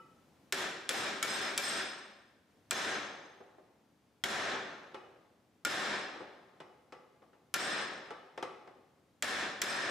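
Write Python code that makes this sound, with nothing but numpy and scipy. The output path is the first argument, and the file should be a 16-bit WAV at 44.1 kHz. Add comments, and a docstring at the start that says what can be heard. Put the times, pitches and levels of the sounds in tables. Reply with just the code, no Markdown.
"""A hammer drives a steel punch against a sleeve in a steel arm, held in a vise in a hard-walled shop.
Each impact radiates a crack and excites the modes of the steel, and the room reverberates.
After the later blows the arm swings and chatters in the jaws; between blows the punch clinks on the rim.
A low rush of room tone lies beneath. A limiter ducks at each crack and recovers about as fast as the
reverberation decays, so the echo hangs before it falls."""
import sys
import numpy as np
from scipy import signal
from scipy.fft import rfft, irfft
from scipy.io import wavfile
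from scipy.ndimage import uniform_filter1d, map_coordinates

SR = 44100
rng = np.random.default_rng(int(sys.argv[2]) if len(sys.argv) > 2 else 0)


def bounce(signal):
    """Save signal as a 16-bit WAV file at the path given by the first command-line argument."""
    frames = np.transpose(np.atleast_2d(signal))
    limited = np.clip(frames, -1, 1)
    pcm = np.round(limited * 32767).astype(np.int16)
    wavfile.write(sys.argv[1], SR, pcm)


N = 436590
T = np.arange(3 * SR // 2) / SR  # time axis of one decay, in seconds

# Hammer blows. Each row: start in seconds, force in dB, brightness in dB per octave,
# grip on the punch from 0 to 1, relative ring of the sleeve in dB.
HAMMER_BLOWS = [(0.524, -15.5, 0.5, 0.8, -30), (0.8912, -10, 0.5, 0.32, -30.5),
                (1.2272, -7, 0.8, 0.13, -21.5), (1.577, -8.5, 1.35, 0.01, -24.5),
                (2.7089, -7.5, 0, 0.41, -18), (4.2378, -4.5, -.5, .75, -23.5),
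                (5.6498, -3.5, -0.15, .35, -32), (7.54, -6, 0, 0.24, -30), (9.2241, -9.5, .1, 0.57, -36),
                (9.6172, -.5, -0.1, 0.2, -25)]
# Punch on the rim. Each row: start in seconds, relative level in dB, relative brightness in dB per octave.
RIM_KNOCKS = [(3.403, -47.5, -12), (3.583, -53.5, -9), (4.548, -37.5, -4), (4.944, -40, -3),
              (6.158, -46.5, -5.5), (6.204, -42, -7.5), (6.602, -43.5, -3), (6.923, -45, -2.4),
              (7.22, -54.5, -5.5), (7.33, -58, -4.5), (8.105, -40, -3), (8.376, -39, -2.5),
              (8.426, -35, -1.5), (8.674, -48, -4.5)]
# Free modes of punch and sleeve. Each row: frequency in Hz, t60 (60 dB decay) in seconds, delay in seconds.
FREE_MODES = [(5101, .85, .033), (6304, 1.05, .004), (8197, .72, .058), (11803, .62, .015)]
# The punch's low, middle and top mode. Each row: relative level in dB when held loosely,
# change in dB under a tight grip, change in dB by the last blow.
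PUNCH_LEVELS = [(-7, -19.5, 1.5), (-5.5, -29.5, -2), (-17, -15.5, -16)]
# Modes of steel parts in contact. Each row: frequency in Hz, relative level in dB, t60 in seconds.
CONTACT_MODES = [(1400, -17, 0.089), (1766, -20.5, 0.15), (2300, -22, 0.12), (3286, -2.5, 0.017),
                 (3640, -12, 0.014), (4250, -35.5, 0.026), (5300, -12, 0.02), (6570, -20.5, 0.022),
                 (7540, -2, 0.0093), (10060, -11.5, 0.022), (11000, -17, .015)]
# Modes of the lightly touched sleeve. Each row: frequency in Hz, relative level in dB, t60 in seconds.
CLINK_MODES = [(370, -4, 0.93), (504, -2.5, .7), (900, -2, 0.45), (1170, -2.5, 0.65), (1318, -0.5, 0.7),
               (1990, -11, 0.74), (2520, -7.5, 0.65), (2950, -10.5, 0.77), (5170, -16, 0.47)]
# Resonances of arm and vise. Each row: frequency in Hz, bandwidth in Hz, relative height in dB.
ARM_RESONANCES = [(82.6, 9.2, 11), (213, 14, 5), (380, 14, 1), (567, 16, 6.5), (740, 8.5, -0.5),
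                  (938, 16, 3.5), (1322, 56, 5), (1578, 94, 5), (1670, 170, -2), (1776, 54, 4),
                  (2000, 23, 4), (2208, 17, 2), (2404, 60, 5), (2806, 11, -0.5), (3185, 28, -3),
                  (3443, 45, 4.5), (3650, 56, -1), (4140, 22, -2.5), (7380, 280, 6.5), (9970, 140, 8.5),
                  (14100, 400, 3.5), (15400, 240, 4.5)]
# Resonances of sleeve and loose punch. Each row: frequency in Hz, bandwidth in Hz, relative height in dB.
SLEEVE_RESONANCES = [(386.5, 30, 4), (495, 76, 4.5), (722, 17, 3), (845, 32, 7), (1108, 18, 6.5),
                     (1217, 17, 6.5), (2044, 50, 2.5), (2470, 99, -1.5), (3100, 57, -4.5), (3470, 53, -6.5),
                     (4950, 60, -1), (5020, 57, 1.5), (6440, 83, -6), (8300, 150, 5), (10000, 200, 2)]
# Hollow note and clang, set by where the punch sits. Each row: frequency in Hz, bandwidth in Hz.
SEAT_RESONANCES = [(395, 52), (1760, 160)]
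# Spectra of crack, echo and room tone. Each row: frequency in Hz, relative spectral density in dB.
CRACK_SPECTRUM = [(40, -15), (300, -7), (800, 4), (1500, 19.5), (4000, 12.5), (7500, 11.5), (9000, -2),
                  (12000, -2), (16000, -3.5)]
ECHO_SPECTRUM = [(30, -50.5), (55, -21.5), (90, -18.5), (140, -5.5), (220, -2.5), (450, -1), (950, -1),
                 (1700, 0.5), (2700, -3), (3900, -3), (4700, -8), (5500, -5.5), (6800, -11.5),
                 (9000, -15.5), (15500, -29.5)]
ROOM_TONE_SPECTRUM = [(25, -33.5), (50, -13), (85, -2.5), (260, -0.5), (420, -6.5), (800, -10.5),
                      (1100, -14), (1500, -16.5), (3500, -22), (6000, -25.5), (14000, -34.5), (16000, -39)]
# Reverberation time of the workshop. Each row: frequency in Hz, t60 in seconds.
ROOM_T60 = [(80, 0.87), (260, 1.127), (700, 1.09), (1800, 1), (4500, 0.89), (8000, 0.66), (14000, 0.4)]
# Coherence of the room's sound field. 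Each row: frequency in Hz, left-right correlation.
COHERENCE = [(60, 0.6), (130, 0.96), (290, 0.92), (640, .72), (1410, 0.62), (3100, .54), (7000, .58),
             (15000, 1)]
# Brief rises of the background level. Each row: start in seconds, end in seconds, rise in dB.
ROOM_SWELLS = [(0, 0.512, 4.5), (2.492, 2.71, 2.5)]

HOLLOW_DB, CLANG_DB = (9.5, -9.5), (-2, 8)  # relative heights at the first and the last blow
UPRIGHT_S = 2.4  # from here on the punch stands upright, so each blow sets the arm swinging


def hammer(fine, room_db=-14, ring_db=-12, thud_db=-21, bounce_db=-20, bounce_s=.021):
    """Impact excitation: each blow sounds steel, vise and room; the grip damps the punch's modes."""
    out = np.zeros((2, N))
    # the echo builds quickly, then thins between the near floor and the far walls
    gap_db = -3 * np.exp(-((T - .039) / .01) ** 2)
    build = (1 - np.exp(-T / .004)) * amp(gap_db)
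    depths = np.linspace(0, 1, len(HAMMER_BLOWS))
    for (s, db, bright_db, grip, sleeve_db), depth in zip(HAMMER_BLOWS, depths):
        # each blow drives the sleeve deeper: the hollow note fades and the clang grows
        seat = [(hz, width, first + depth * (last - first))
                for (hz, width), (first, last) in zip(SEAT_RESONANCES, (HOLLOW_DB, CLANG_DB))]
        low_db, middle_db, top_db = (loose + grip * gripped + depth * deep
                                     for loose, gripped, deep in PUNCH_LEVELS)
        crack = amp(db) * contact(bright_db)
        add(out, s, crack)
        add(out, s + bounce_s, amp(bounce_db) * crack)  # floor reflection
        add(out, s, amp(db + thud_db) * vise_thud())
        add(out, s, amp(db + ring_db) * steel_ring([low_db, sleeve_db, middle_db, top_db]))
        add(out, s, amp(db + room_db) * build * echo(ARM_RESONANCES + seat, fine, bright_db, peaks_db=-1))
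    return out


def contact(bright_db, crack_db=-2, crack_t60=.032, scatter_db=6.5, detune=.023):
    """Contact damping: steel on steel gives a broadband crack and choked modes; peak short-term power 1."""
    t = T[:SR // 5]
    crack = noise(lambda f: amp(along(CRACK_SPECTRUM, f)) * tilt(f, bright_db), len(t), width=.39)
    crack *= amp(crack_db - 60 * t / crack_t60)
    clank = np.zeros_like(crack)
    for hz, db, t60 in CONTACT_MODES:
        level, pitch, phase, spread = rng.standard_normal(4)
        envelope = amp(db + scatter_db * level - 60 * t / t60) * tilt(hz, bright_db)
        stereo_phase = np.pi * phase + .41 * spread * np.array([[1], [-1]])
        clank += envelope * np.sin(2 * np.pi * hz * (1 + detune * pitch) * t + stereo_phase)
    return (crack + clank) / np.sqrt(short_power(crack + clank).max())


def steel_ring(levels_db, swell_s=.006):
    """Free vibration: the steel rings only once the punch has rebounded from the sleeve."""
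    return sum(amp(db) * (1 - np.exp(-np.maximum(T - delay, 0) / swell_s)) * damped_mode(hz, t60)
               for (hz, t60, delay), db in zip(FREE_MODES, levels_db))


def vise_thud(centre_hz=450, octaves=.8, peak_s=.019, width_s=.0057):
    """Inertia: the heavy vise takes up the blow a moment later, in a pulse of low noise."""
    t = T[:SR // 10]
    band = noise(lambda f: np.exp(-(np.log2((f + 1) / centre_hz) / octaves) ** 2), len(t))
    return band * np.exp(-((t - peak_s) / width_s) ** 2)


def rim_knocks(fine, click_db=-2, ring_db=-9.5, dull_db=-2.5, scatter_db=3, opening_db=-63, lead_db=4):
    """Light impact: the punch, set back on the rim, clicks softly and excites the sleeve's modes."""
    out = np.zeros((2, N))
    envelope = knock_envelope(room_db=-12, near_t60=.092, rise_s=.0015)
    touch = 1 - np.exp(-(T / .00024) ** 2)
    modes = np.array([amp(db) * touch * damped_mode(hz, t60) for hz, db, t60 in CLINK_MODES])
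    # at the start the sleeve is still ringing faintly, led by its strongest mode
    strongest = modes[np.argmax([db for _, db, _ in CLINK_MODES])]
    add(out, 0, amp(opening_db) * (modes.sum(axis=0) + amp(lead_db) * strongest))
    for s, db, bright_db in RIM_KNOCKS:
        click = contact(2 * bright_db)
        add(out, s, amp(db + click_db + 2 * bright_db) * click * touch[:click.shape[1]])
        add(out, s, amp(db) * envelope * echo(SLEEVE_RESONANCES, fine, bright_db + dull_db, peaks_db=4))
        # a bright knock is a clean rebound that leaves the sleeve free to ring louder
        modes_db = db + ring_db + 2.9 * bright_db + rng.normal(0, scatter_db, len(modes))
        add(out, s, np.tensordot(amp(modes_db), modes, 1))
    return out


def arm_shudder(fine, wait_s=.39, length_s=.62, period_s=.048, first_db=-37, fall_db_per_s=40.5):
    """Damped oscillation: after an upright blow the arm chatters in the jaws, in proportion to the force."""
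    out = np.zeros((2, N))
    envelope = knock_envelope(room_db=-14, near_t60=.038, rise_s=.0036)
    for s, force_db, *_ in HAMMER_BLOWS:
        if s > UPRIGHT_S:
            start = s + wait_s
            for age in np.arange(0, min(length_s, N / SR - start), period_s):
                db = force_db + first_db - fall_db_per_s * age + rng.normal(0, 2.3)
                onset = start + age + rng.normal(0, .006)
                knock = envelope * echo(SLEEVE_RESONANCES, fine, bright_db=-5, peaks_db=1)
                add(out, onset, amp(db) * knock)
    return out


def knock_envelope(room_db, near_t60, rise_s, near_db=-3):
    """Direct and reverberant sound: the near part dies quickly and leaves the room's share."""
    return (amp(room_db) + amp(near_db - 60 * T / near_t60)) * (1 - np.exp(-T / rise_s))


def damped_mode(hz, t60, direct_fall_db_per_s=20 / .33, reflected=.55, flutter_rate=70):
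    """Interference: a decaying pure tone flutters as its own reflections add in random phase."""
    shared, left, right = (wobble(flutter_rate) + 1j * wobble(flutter_rate) for _ in range(3))
    reflections = reflected * (shared + np.array([left, right])) / np.sqrt(2)
    paths = amp(-direct_fall_db_per_s * T) + reflections
    return amp(-60 * T / t60) * np.real(paths * np.exp(2j * np.pi * hz * T))


def fine_modes(spacing_hz=16, depth_db=2):
    """Modal overlap: crowded small modes of vise and bench give a fixed ripple of gain over frequency."""
    hz = np.fft.rfftfreq(len(T), 1 / SR)
    return amp(depth_db * map_coordinates(rng.standard_normal(len(hz)), [hz / spacing_hz]))


def echo(resonances, fine, bright_db, peaks_db):
    """Reverberation: noise coloured by the steel's resonances decays in the room, the treble first."""
    def colour(f):
        peaks = sum(amp(db + peaks_db) ** 2 / (1 + (2 * (f - hz) / width) ** 2)
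                    for hz, width, db in resonances)
        return amp(along(ECHO_SPECTRUM, f)) * fine * np.sqrt(1 + peaks) * tilt(f, bright_db)
    hz, t, bands = signal.stft(noise(colour, len(T)), SR, nperseg=512)
    decay = amp(-60 * t / along(ROOM_T60, hz)[:, None])
    return signal.istft(bands * decay, SR, nperseg=512)[1][:, :len(T)]


def room_tone(level_db=-70.5):
    """Ambient noise: the workshop's steady low rush; the background level rises briefly twice."""
    t = np.arange(N) / SR
    steps_db = sum(db * ((t >= start) & (t < end)) for start, end, db in ROOM_SWELLS)
    swell_db = uniform_filter1d(steps_db, SR // 50)
    return amp(level_db + swell_db) * noise(lambda f: amp(along(ROOM_TONE_SPECTRUM, f)), N)


def noise(colour, size, width=1):
    """Partial coherence: stereo noise of rms 1, shaped by colour(Hz); the upper bass is nearly mono."""
    hz = np.fft.rfftfreq(size, 1 / SR)
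    angle = width * np.arccos(np.clip(along(COHERENCE, hz), -1, 1)) / 2
    spectra = rfft(rng.standard_normal((2, size))) * colour(hz)
    mid, side = irfft(spectra * [np.cos(angle), np.sin(angle)], size)
    stereo = np.array([mid + side, mid - side])
    return stereo / np.sqrt(np.mean(stereo ** 2) + 1e-20)


def wobble(rate):
    """Band-limited modulation: a smooth random curve with rate knots a second."""
    return signal.resample(rng.standard_normal(int(rate * T[-1])), len(T))


def tilt(hz, slope_db):
    """Spectral tilt: a gain sloping by slope_db an octave above the bass."""
    return amp(slope_db * np.log2(np.clip(hz, 700, None) / 1500))


def short_power(x):
    """Short-term power: the mean square of both channels over 2.5 ms."""
    return np.abs(uniform_filter1d(np.mean(x ** 2, axis=0), SR // 400, mode="constant"))


def amp(db):
    """Amplitude ratio of a level in decibels."""
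    return 10 ** (np.asarray(db) / 20)


def along(points, hz):
    """Interpolation of (Hz, value) points on a logarithmic frequency axis."""
    freqs, values = np.transpose(points)
    return np.interp(np.log(hz + 1), np.log(freqs + 1), values)


def add(track, s, sound):
    """Superposition: a sound joins the track at s seconds."""
    part = track[:, max(round(s * SR), 0):][:, :sound.shape[-1]]
    part += sound[..., :part.shape[1]]


def scene(left_db=.58):
    """Superposition of all sources; a level difference places them slightly to the left."""
    fine = fine_modes()
    mix = hammer(fine) + rim_knocks(fine) + arm_shudder(fine) + room_tone()
    return mix * amp([[left_db], [-left_db]])


def record(dry, limit_db=-22.5, release_db_per_s=64, ceiling_db=-22.5, low_cut_hz=45, top_hz=15500):
    """Dynamic range compression: low cut, a limiter that ducks at once, soft clipping, band limit."""
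    dry = signal.sosfilt(signal.butter(2, low_cut_hz, "high", fs=SR, output="sos"), dry)
    over_db = np.maximum(10 * np.log10(short_power(dry) + 1e-12) - limit_db, 0)
    recovery_db = release_db_per_s * np.arange(N) / SR
    limited = dry * amp(recovery_db - np.maximum.accumulate(over_db + recovery_db))
    clipped = limited / (1 + (limited / amp(ceiling_db)) ** 4) ** (1 / 4)
    return signal.sosfilt(signal.butter(24, top_hz, fs=SR, output="sos"), clipped)


dry = scene()
out = record(dry)
bounce(out)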